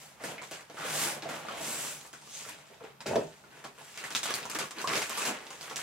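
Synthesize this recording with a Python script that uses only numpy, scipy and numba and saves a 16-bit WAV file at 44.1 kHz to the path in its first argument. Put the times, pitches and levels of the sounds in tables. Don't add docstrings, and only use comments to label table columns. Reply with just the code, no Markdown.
import sys
import numpy as np
from scipy import signal
from scipy.fft import rfft, irfft
from scipy.io import wavfile
from numba import njit

SR = 44100
rng = np.random.default_rng(int(sys.argv[2]) if len(sys.argv) > 2 else 0)


def digitize_waveform(pressure):
    field = np.atleast_2d(pressure).T
    bounded = np.clip(field, -1, 1)
    quanta = np.round(bounded * 32767).astype(np.int16)
    wavfile.write(sys.argv[1], SR, quanta)


def ratio_of_db(decibels):
    return 10 ** (np.asarray(decibels, float) / 20)


N = 256662
SPOTS = 6
TOP_HZ = 15750


def table(rows, hz):
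    f, db = np.transpose(rows)
    return np.interp(np.log(np.maximum(hz, 1)), np.log(f), db)


def unit(x):
    return x / np.sqrt(np.mean(x ** 2))


def shaped(x, gain):
    size = x.shape[-1]
    return irfft(rfft(x) * gain(np.arange(size // 2 + 1) * SR / size), size)


def filtered(x, order, hz, kind):
    return signal.sosfilt(signal.butter(order, hz, kind, fs=SR, output="sos"), x)


@njit
def rings(start, hz, t60, size, spot):
    out = np.zeros((SPOTS, N))
    for k in range(len(hz)):
        turn = np.exp(2j * np.pi * hz[k] / SR - np.log(1000.) / (t60[k] * SR))
        z = size[k] + 0j
        first = int(start[k] * SR)
        last = min(N, first + int(t60[k] * SR * 3 / 4))
        for i in range(max(first, 0), last):
            out[spot[k], i] += z.imag
            z *= turn
    return out


def grains(start, hz, t60, size, spot):
    arrays = np.broadcast_arrays(start, hz, t60, size, spot)
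    return rings(*(np.ascontiguousarray(a).ravel() for a in arrays))


def columns(rows):
    return np.array(rows)[:, :, None].transpose(1, 0, 2)


def pair(size, alike_hz, most):
    mid, side = rng.standard_normal((2, size))
    alike = lambda f: min(most, 1) / (1 + (f / alike_hz) ** 2)
    mid = shaped(mid, lambda f: np.sqrt(1 + alike(f)))
    side = shaped(side, lambda f: np.sqrt(1 - alike(f)))
    return np.array([mid + side, mid - side]) / 2


# (f/Hz, level/dB per Hz)
AIR_COLOUR = [(18, -52), (62, -3), (131, -13.5), (199, 1.5), (273, -11), (486, -11), (780, -2), (988, -5),
              (9460, -22.5), (13000, -21), (16000, -28)]


def still_air():
    noise = pair(N, 500, 0.43)
    return unit(shaped(noise, lambda f: ratio_of_db(table(AIR_COLOUR, f)))) * ratio_of_db(-61)


def appliance_hum():
    centre_hz, width_hz, level_db = 142, 20, -69
    noise = rng.standard_normal(N)
    hum = shaped(noise, lambda f: 1 / (1 + (2 * (f - centre_hz) / width_hz) ** 2))
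    return unit(hum) * ratio_of_db(level_db)


# flexing, creasing, crisp snaps, rubbing hiss (f/Hz)
EFFORT_PITCH = (350, 1500, 3900, 7000)
HELD_STILL = (-65, -86, -70.5, -102)
# (peak t/s, rise t/s, fall t/s, level/dB, tilt/dB per octave)
BUNDLE_SLIDES = [
    (0.0, .1, 0.19, -51.5, -2),
    (0.25, 0.056, 0.13, -47.5, -0.5),
    (1.03, 0.23, 0.14, -37, 0.5),
    (1.3, 0.044, 0.2, -50.5, -1),
    (1.66, 0.11, 0.38, -46, 1.5),
    (1.86, 0.32, 0.16, -43.5, -0.5),
    (2.48, 0.2, 0.07, -48.5, -1.5),
    (2.06, 0.092, .1, -58, 0),
]
# (peak t/s, rise t/s, fall t/s, level/dB, tilt/dB per octave)
PANEL_FLEXES = [(0.25, 0.075, 0.28, -40.5, 1), (0.44, .04, 0.23, -55, 9), (0.88, 0.19, 0.38, -37, 3.5),
                (1.06, 0.23, 0.21, -36.5, 2), (1.3, 0.084, 0.19, -36.5, 1), (1.49, 0.11, 0.47, -39.5, 2.5),
                (1.7, 0.45, 0.3, -45, -0.5), (2.1, 0.071, 0.27, -60, -2.5), (2.5, 0.13, 0.31, -50, 2.5),
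                (2.72, 0.035, 0.11, -55, 4), (2.84, 0.034, 0.12, -47.5, 1.5),
                (3.42, 0.044, 0.2, -65.5, -5.5), (3.65, 0.18, .07, -56, -0.5),
                (4.3, 0.052, 0.05, -30.5, 1.5), (4.93, .08, 0.13, -32.5, 3.5), (5.33, 0.15, 0.14, -38, 1.5)]
# (peak t/s, rise t/s, fall t/s, level/dB, tilt/dB per octave)
HAND_SQUEEZES = [(3.6, 0.18, 0.11, -54.5, -2), (3.85, 0.15, 0.29, -57, 1.5), (4.06, 0.15, 0.083, -43, -1.5),
                 (4.29, 0.13, 0.091, -36, -2), (4.37, .08, 0.21, -41.5, -1.5),
                 (4.62, 0.049, 0.097, -44.5, 0.5), (4.8, 0.066, 0.053, -38, -2.5),
                 (4.97, 0.12, 0.16, -37.5, 1.5), (5.13, 0.086, 0.088, -41.5, 0.5),
                 (5.27, 0.13, 0.051, -31, -1), (5.42, 0.067, 0.36, -51.5, -3.5),
                 (5.55, 0.22, 0.12, -58.5, 2), (5.66, 0.17, 0.072, -50, 0.5),
                 (5.73, 0.12, 0.034, -43.5, -2), (5.8, 0.032, .1, -43.5, 0)]
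# (peak t/s, rise t/s, fall t/s, level/dB, tilt/dB per octave)
SLEEVE_BRUSHES = [
    (2.365, 0.27, 0.29, -48.5, 0.5),
    (4, 0.18, 0.034, -50, 0.5),
    (3.36, 0.034, 0.38, -68, 0.5),
]
# (t/s, fall t/s, level/dB, tilt/dB per octave)
FOLD_RELEASES = [(0.2, 0.087, -44.5, -4), (0.418, 0.1, -56, 3.5), (0.51, 0.11, -41.5, 0.5),
                 (0.6, 0.038, -47.5, -2.5), (0.702, 0.016, -48, -5), (0.771, 0.33, -41, -3),
                 (1.225, 0.12, -42, -3), (2.131, .05, -50.5, 1.5), (2.804, 0.034, -48, -6.5),
                 (3.008, 0.049, -46.5, -1), (3.062, 0.32, -49, 2.5), (3.64, 0.06, -41, -2),
                 (3.78, 0.039, -49, -4), (4.105, 0.083, -39, -1), (4.15, 0.058, -36, 5),
                 (4.231, 0.12, -39, 3), (4.499, 0.071, -38.5, 1.5), (4.551, 0.03, -30, -1.5),
                 (4.589, 0.06, -32.5, 0), (4.707, 0.023, -41.5, 1.5), (4.841, 0.023, -43, 4),
                 (4.872, 0.3, -34.5, -1.5), (5.095, 0.061, -37.5, -1.5), (5.17, 0.17, -41, 4.5),
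                 (5.506, 0.081, -45, -1), (5.759, 0.058, -37.5, 3)]
# (level/dB of each effort), dryness/dB per octave, roundness of the swell
SLIDE_WORK = (-10, -4.5, 0.5, -0.5), 4.9, 1.51
FLEX_WORK = (0, -5.5, -9, -23.5), 1.3, 1.34
SQUEEZE_WORK = (-9.5, -2, -0.5, -6), 1, 1.75
BRUSH_WORK = (-10, -16, 4, 0), -14, 0.8
RELEASE_WORK = (-8.5, -0.5, -1.5, -5.5), -14, 1


def hands(t):
    power = np.ones((len(t), 1)) * ratio_of_db(2 * np.array(HELD_STILL))
    dry = 0
    rise_s = .002
    sudden = [(s, rise_s, *rest) for s, *rest in FOLD_RELEASES]
    gestures = [(BUNDLE_SLIDES, SLIDE_WORK), (PANEL_FLEXES, FLEX_WORK), (HAND_SQUEEZES, SQUEEZE_WORK),
                (SLEEVE_BRUSHES, BRUSH_WORK), (sudden, RELEASE_WORK)]
    for rows, (effort_db, dry_db, roundness) in gestures:
        s, rise, fall, db, tilt = np.transpose(rows)
        away = t[:, None] - s
        reach = abs(away / np.where(away < 0, rise, fall))
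        swell_db = np.maximum(-20 * reach ** roundness, -90)
        octaves = np.log2(np.array(EFFORT_PITCH) / EFFORT_PITCH[1])
        colour_db = db[:, None] + effort_db + tilt[:, None] * octaves
        part = ratio_of_db(2 * swell_db) @ ratio_of_db(2 * colour_db)
        power = power + part
        dry = dry + dry_db * part[:, -1]
    return 10 * np.log10(power.T), dry / power[:, -1]


def hollow(x, peaks, share_db):
    ringing = 0
    for hz, width, db in peaks:
        ringing = ringing + ratio_of_db(db) * signal.lfilter(*signal.iirpeak(hz, hz / width, SR), x)
    return x + ratio_of_db(share_db) * ringing


# (f/Hz, level/dB per octave)
SHEET_COLOUR = [(60, -20), (130, -33), (200, -9), (400, -2), (1000, -0.5), (2500, 2), (4500, -2.5),
                (7500, 8.5), (11000, 4), (16000, -8.5)]
# (f/Hz, width f/Hz, level/dB)
SLEEVE_HOLLOW = [(154, 13, 2.5), (600, 59, -3.5), (807, 14, 1), (1620, 38, -9), (2600, 28, -12),
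                 (7400, 1200, -26.5)]
# (f/Hz, width f/Hz, level/dB)
BUNDLE_HOLLOW = [(404.4, 27, -7.5), (1510, 8.3, -42.5), (1683, 14, -14), (2710, 32, -9), (4300, 87, -39),
                 (4730, 100, -30)]


def crinkle(count=26000, order=6, cycles=4.7, colour_db=3.0, gain_db=-9.5, dip_db=3.5, dip_s=0.059):
    when = rng.random(count) * N / SR
    effort_db, dry = hands(when)
    spread = np.clip(5 - .45 * dry, 1.5, 7.5)
    snap_db = spread * np.minimum(rng.standard_normal(count), 7 / 3) - spread ** 2 * np.log(10) / 20
    octave = np.sqrt((np.arange(order) + rng.random((count, order)) * 3) / (order + 2))
    hz = 100 * (16000 / 100) ** octave
    weights = [np.interp(np.log(hz), np.log(EFFORT_PITCH), row) for row in np.eye(4)]
    db = sum(w * e[:, None] for w, e in zip(weights, effort_db))
    db = db + snap_db[:, None] + table(SHEET_COLOUR, hz)
    db = db + colour_db * rng.standard_normal(hz.shape) + gain_db
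    db = db + dry[:, None] * np.maximum(np.log2(hz / 8000), 0)
    edges = np.sort(np.r_[np.array(EARLY_FOLDS + BUNDLE_FOLDS)[:, 0], N / SR + 1])
    lead = edges[np.searchsorted(edges, when)] - when
    db = db - dip_db * np.maximum(1 - lead / dip_s, 0)[:, None]
    size = ratio_of_db(db) * np.sqrt(hz / 1000 / (2 * octave)) * rng.choice([-1., 1.], hz.shape)
    start = when[:, None] + .0006 * rng.random(hz.shape)
    paper = grains(start, hz, cycles * 3 / hz, size, rng.integers(SPOTS, size=(count, 1)))
    inside = np.arange(N) < 3.45 * SR
    in_sleeve = hollow(paper * inside, SLEEVE_HOLLOW, 0.98)
    in_hands = hollow(paper * ~inside, BUNDLE_HOLLOW, 7.6)
    return in_sleeve + filtered(in_hands, 2, 170, "high")


def buckles(rows, octaves, cycles, crack_s, after_s, gain_db, fade_db, steady, snap_db, order=48):
    s, db, hz = columns(rows)
    chance = rng.random((len(s), 4, order)).transpose(1, 0, 2)
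    late = np.arange(order) >= order // 5
    delay = np.where(late, after_s, crack_s) * chance[0]
    away = octaves * (2 * chance[1] - 1) * np.where(np.arange(order) % 3, 1, 1 - steady)
    pitch = np.minimum(hz * 2 ** away, TOP_HZ)
    size_db = db + gain_db - 14.4 * abs(away) - fade_db * delay / after_s + 2.04 * ~late
    size = ratio_of_db(size_db) * np.sign(chance[2] - .5)
    spot = (SPOTS * chance[3, :, :1]).astype(int)
    snap = grains(s, hz * np.array([.7, 1.25]), 4.4 / hz, ratio_of_db(db + snap_db), spot)
    return grains(s + delay, pitch, 3 * cycles / pitch, size, spot) + snap


# (t/s, peak level/dB, f/Hz)
DULL_SHEETS = [(0.202, -39, 1150), (0.24, -25.5, 1850), (0.237, -30, 513), (0.418, -30, 1000),
               (0.515, -30, 638), (0.699, -38, 671), (0.744, -36, 660), (0.77, -36, 1180),
               (1.166, -28.5, 815), (1.226, -40, 1650), (1.256, -29, 676), (1.449, -31.5, 825),
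               (1.485, -24.5, 1100), (1.544, -32, 725), (1.608, -28.5, 610), (2.051, -37.5, 1270),
               (2.135, -31.5, 1510), (2.272, -41, 1040), (2.451, -33.5, 1380), (2.488, -28.5, 1890),
               (2.809, -33.5, 473), (3.005, -36, 950), (3.064, -44, 950), (3.125, -26, 646),
               (3.157, -15.5, 667),
               (3.524, -39, 1590), (3.645, -31, 1150), (3.78, -35, 1740), (3.811, -38.5, 880),
                 (3.977, -27, 2260), (4.039, -22.5, 1930), (4.107, -28, 1850), (4.149, -35, 2780),
                 (4.229, -48, 1510), (4.422, -32.5, 614), (4.454, -26.5, 1030), (4.498, -31.5, 1110),
                 (4.534, -33, 1230), (4.552, -22.5, 1380), (4.587, -23, 1090), (4.708, -36, 1180),
                 (4.779, -31.5, 950), (4.842, -23.5, 1030), (4.876, -19, 1130), (5.1, -27, 1150),
                 (5.15, -21.5, 2390), (5.175, -29, 1150), (5.503, -38, 850), (5.611, -47, 1110),
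                 (5.679, -28.5, 1480), (5.711, -30, 800), (5.758, -53, 2200)]
# (t/s, peak level/dB, f/Hz)
MORE_PANELS = [
    (0.381, -27, 2200),
    (0.432, -29, 2380),
    (0.594, -37, 1620),
    (4.609, -39, 2060),
    (4.899, -18, 1830),
    (4.964, -20.5, 1840),
    (5.019, -18, 2130),
    (5.266, -21, 2770),
    (5.79, -29, 1310),
]


def panels():
    return buckles(DULL_SHEETS + MORE_PANELS, octaves=0.64, cycles=5.25, crack_s=0.00317,
                   after_s=.045, gain_db=-14.0, fade_db=23.5, steady=0.98, snap_db=-6.5)


# (t/s, peak level/dB, f/Hz)
DULL_POPS = [(0.214, -38, 633), (0.289, -33, 466), (0.848, -29, 604), (0.953, -25.5, 636),
             (1.228, -32, 353), (1.291, -27, 624), (1.341, -26, 1150), (1.399, -33, 785),
             (1.506, -30.5, 640), (1.848, -29.5, 1280), (2.224, -41, 1040), (2.464, -33.5, 630),
             (3.094, -25, 598), (3.134, -15, 590), (3.184, -22, 480), (3.329, -43, 2470),
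             (3.439, -37.5, 1440), (4.256, -21, 1120), (4.29, -27, 1380), (4.307, -24, 1510),
             (4.605, -22, 1380), (4.639, -25.5, 1130), (4.954, -21.5, 650), (4.969, -27.5, 396),
             (5.018, -21, 2100), (5.26, -26, 1500), (5.279, -23, 910)]


def pops():
    return buckles(DULL_POPS, octaves=0.47, cycles=6.1, crack_s=0.0025, after_s=0.025,
                   gain_db=-18.0, fade_db=30.0, steady=0.83, snap_db=-7.0)


# (start t/s, length t/s, level/dB, first f/Hz, last f/Hz)
RUBBED_PATCHES = [(0.38, 0.037, -44.5, 2440, 1860), (0.78, 0.17, -44, 1200, 1600),
                  (0.87, 0.3, -44, 7000, 9500), (1.59, 0.4, -41.5, 7700, 8000),
                  (1.98, 0.049, -54, 6500, 6000), (2.303, 0.14, -45, 6300, 6600),
                  (2.299, .11, -56, 3300, 4100), (2.378, .12, -54, 7500, 8300),
                  (3.199, 0.097, -48.5, 710, 540), (4.25, 0.09, -40, 3000, 3700),
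                  (4.603, .05, -43.5, 380, 410), (4.869, .12, -41, 386, 430), (4.95, .04, -40, 620, 770),
                  (5.172, .035, -36, 1240, 1040), (5.249, 0.089, -48, 250, 310),
                  (4.74, 0.074, -52, 340, 270), (4.59, .03, -42, 1200, 1180),
                  (4.708, 0.015, -46, 1130, 1100), (4.84, .016, -32, 1070, 1200),
                  (4.3, .025, -39, 1150, 1240), (5.096, 0.044, -41, 1050, 1200),
                  (4.9, 0.054, -34, 1230, 1140), (4.15, .04, -36, 4400, 3600), (0.22, .12, -49.5, 201, 200),
                  (5.27, .06, -45, 205, 208), (3.155, .02, -37, 1010, 950), (5.79, .03, -44, 1800, 1900)]


def patches(octaves=0.083, cycles=10.6, order=300):
    s, length, db, first, last = columns(RUBBED_PATCHES)
    chance = rng.random((len(s), 4, order)).transpose(1, 0, 2)
    glide = first * (last / first) ** chance[0]
    pitch = glide * 2 ** (octaves * (2 * chance[1] - 1))
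    swell = np.sin(np.pi * chance[0] ** 0.71) * np.sqrt(length * pitch / (order * cycles))
    size = ratio_of_db(db + 9.5) * swell * (2 * chance[2] - 1)
    spot = (SPOTS * chance[3]).astype(int)
    return grains(s + length * chance[0], pitch, 3 * cycles / pitch, size, spot)


# (t/s, peak level/dB, f/Hz)
EARLY_FOLDS = [(0.2383, -33, 7040), (0.417, -40.5, 6860), (0.514, -33.5, 8500), (0.6994, -43.5, 4430),
               (0.7692, -45.5, 3220), (1.223, -36, 4300), (1.29, -37, 6230), (1.485, -39, 3940),
               (2.1301, -39, 6450), (2.489, -31.5, 8300), (3.006, -37, 4800), (3.0641, -30.5, 5650),
               (3.07, -34, 7000), (3.1573, -30, 4940), (3.6472, -39, 5330), (3.9752, -32.5, 5950),
               (4.0402, -34, 6200)]
# (t/s, peak level/dB, f/Hz)
BUNDLE_FOLDS = [(4.1053, -32.5, 5500), (4.15, -21, 3940), (4.232, -26, 4300), (4.2568, -32, 7330),
                (4.307, -26, 5830), (4.34, -18.5, 7000), (4.4295, -35, 4080), (4.4544, -33.5, 7100),
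                (4.4989, -28.5, 7200), (4.5491, -26, 6700), (4.5882, -23.5, 6800), (4.7095, -36.5, 6270),
                (4.785, -32.5, 4640), (4.816, -27.5, 6000), (4.8743, -25.5, 4550), (4.893, -26, 4270),
                (4.9316, -30, 7100), (4.9545, -25, 4320), (5.02, -28, 5950), (5.0954, -27, 7800),
                (5.152, -33, 7840), (5.175, -25, 8600), (5.253, -22, 7340), (5.261, -32, 4890),
                (5.2762, -26.5, 7260), (5.505, -35.5, 6700), (5.611, -34, 5460), (5.699, -37, 4700),
                (5.7594, -28, 5370), (5.7967, -32, 6540)]


def fold_edges():
    return buckles(EARLY_FOLDS + BUNDLE_FOLDS, octaves=1.09, cycles=3.9, crack_s=0.0012, after_s=0.031,
                   gain_db=1.0, fade_db=31.0, steady=0.34, snap_db=5.0)


# (t/s, peak level/dB, f/Hz)
SMALL_TICKS = [(0.609, -37, 7340), (0.955, -23, 6200), (0.9773, -24, 6700), (1.2574, -39, 3820),
               (1.61, -28, 7500), (1.8494, -36, 7130), (2.0128, -35.5, 4740), (3.163, -32.5, 4460),
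               (4.1249, -25.5, 5700), (4.1574, -21, 4180), (4.2457, -24, 6980), (4.2577, -22, 7300),
               (4.2794, -35, 4510), (4.355, -20, 7800), (4.5924, -35, 6750), (4.6066, -32, 5510),
               (4.843, -36, 7430), (4.8829, -30, 4900), (4.9362, -20, 3620), (4.9662, -21.5, 3960),
               (4.9768, -23, 3650), (5.018, -31, 6050), (5.1187, -35, 8160), (5.2842, -28, 7270),
               (5.3348, -42.5, 3590), (5.468, -32, 4300), (5.6296, -30.5, 4760), (5.7684, -35, 5070),
               (5.7794, -31, 6490)]


def ticks():
    return buckles(SMALL_TICKS, octaves=1.15, cycles=2.3, crack_s=0.001, after_s=0.011,
                   gain_db=-4.5, fade_db=24.0, steady=0.29, snap_db=2.5)


# (t/s, rumble level/dB, scuff level/dB)
SLEEVE_LANDING = [
    (3.055, -60, -78),
    (3.06, -28, -44),
    (3.172, -34, -54),
    (3.24, -39, -67),
    (3.3, -53, -85),
    (3.342, -71, -57.5),
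]
# (t/s, peak level/dB, f/Hz)
SLEEVE_BLOWS = [
    (2.702, -35, 594),
    (2.714, -33.5, 600),
    (2.808, -43, 600),
    (2.841, -24, 586),
    (3.058, -26, 595),
    (3.109, -14, 600),
    (3.158, -5.5, 603),
    (3.161, -15, 630),
    (3.165, -31, 617),
    (3.209, -18, 600),
]
# (f/Hz, level/dB, time to fall 60 dB t/s)
CARDBOARD_MODES = [(200, -4, 0.035), (276, -6, 0.03), (397, -5, 0.092), (464, -9.5, 0.05), (554, -4, 0.03),
                   (600, -2.5, 0.021), (686, -10.5, 0.029), (800, -17, .03), (886, -7.5, 0.046),
                   (1040, -11, 0.018), (1310, -14, 0.029), (1590, -10, 0.026), (1850, -8, 0.014),
                   (2200, -13, 0.01), (2600, -4.5, 0.011), (3100, -5.5, 0.0069)]


def sleeve_drop(push_s=0.00253, tilt_db=7.0):
    t = np.arange(N) / SR
    s, rumble_db, scuff_db = np.transpose(SLEEVE_LANDING)
    on = (t > s[0]) & (t < s[-1])
    grit = unit(rng.standard_normal(N) * ratio_of_db(4 * rng.standard_normal(N)))
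    hz, db, t60 = np.transpose(CARDBOARD_MODES)
    poles = np.exp(2j * np.pi * hz / SR - np.log(1000) / (t60 * SR))

    def body(x):
        return sum(ratio_of_db(g) * signal.lfilter([1], [1, -p], x).imag for g, p in zip(db, poles))

    rumble = body(grit * on * ratio_of_db(np.interp(t, s, rumble_db))) / np.std(body(grit)) * ratio_of_db(-9.5)
    scrape = shaped(grit, lambda f: f / 1500 / (1 + (f / 1500) ** 2) / np.sqrt(1 + (f / 7000) ** 4))
    scuff = unit(scrape) * on * ratio_of_db(np.interp(t, s, scuff_db) + 1.0)
    when, blow_db, blow_hz = columns(SLEEVE_BLOWS)
    size = ratio_of_db(blow_db + db - 12.0 - tilt_db * abs(np.log2(hz / blow_hz)))
    size = size * rng.choice([-1., 1.], (len(when), len(hz)))
    start = when + push_s * rng.random(size.shape)
    pitch = hz * 2 ** (0.076 * (rng.random(size.shape) - .5))
    knocks = grains(start, pitch, t60, size, rng.integers(SPOTS, size=when.shape))
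    place = np.interp(t, s[[0, -1]], [0, SPOTS - 1])
    moving = np.clip(1 - abs(np.arange(SPOTS)[:, None] - place), 0, 1)
    return (rumble + scuff) * np.sqrt(moving) + knocks


def room(x):
    bass_t60_s, treble_t60_s, gap_s, level_db = 0.22, 0.15, 0.0028, 0
    t = np.arange(SR // 3) / SR
    out = 0
    for spot in x:
        echoes = pair(len(t), 570, 0.96) * (t > gap_s)
        low = filtered(echoes, 1, 1500, "low")
        tail = low * ratio_of_db(-60 * t / bass_t60_s) + (echoes - low) * ratio_of_db(-60 * t / treble_t60_s)
        tail = tail / np.sqrt(np.mean(np.sum(tail ** 2, axis=1)))
        out = out + signal.fftconvolve(spot[None], tail, axes=1)[:, :N]
    return out * ratio_of_db(level_db)


def two_ports(near):
    lag_samples, spread_samples = 1.5, 1.64
    lag = lag_samples + spread_samples * np.linspace(-1, 1, SPOTS)[:, None]
    left = shaped(near, lambda f: np.exp(-2j * np.pi * f * lag / SR))
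    return np.array([left.sum(0), near.sum(0)])


def scene():
    drop = sleeve_drop()
    near = crinkle() + panels() + pops() + patches() + fold_edges() + ticks() + drop
    floor = filtered(ratio_of_db(-18.5) * near + ratio_of_db(-17.0) * drop, 2, (50, 88), "band")
    near = floor + filtered(near, 4, 125, "high")
    return two_ports(near) + room(near) + still_air() + appliance_hum()


def roll_off(x):
    return signal.sosfilt(signal.butter(12, 16820, fs=SR, output="sos"), x)


def record(dry):
    steep = signal.ellip(10, .2, 80, TOP_HZ, fs=SR, output="sos")
    mix = signal.sosfilt(steep, dry)
    return roll_off(mix)


dry = scene()
out = record(dry)
digitize_waveform(out)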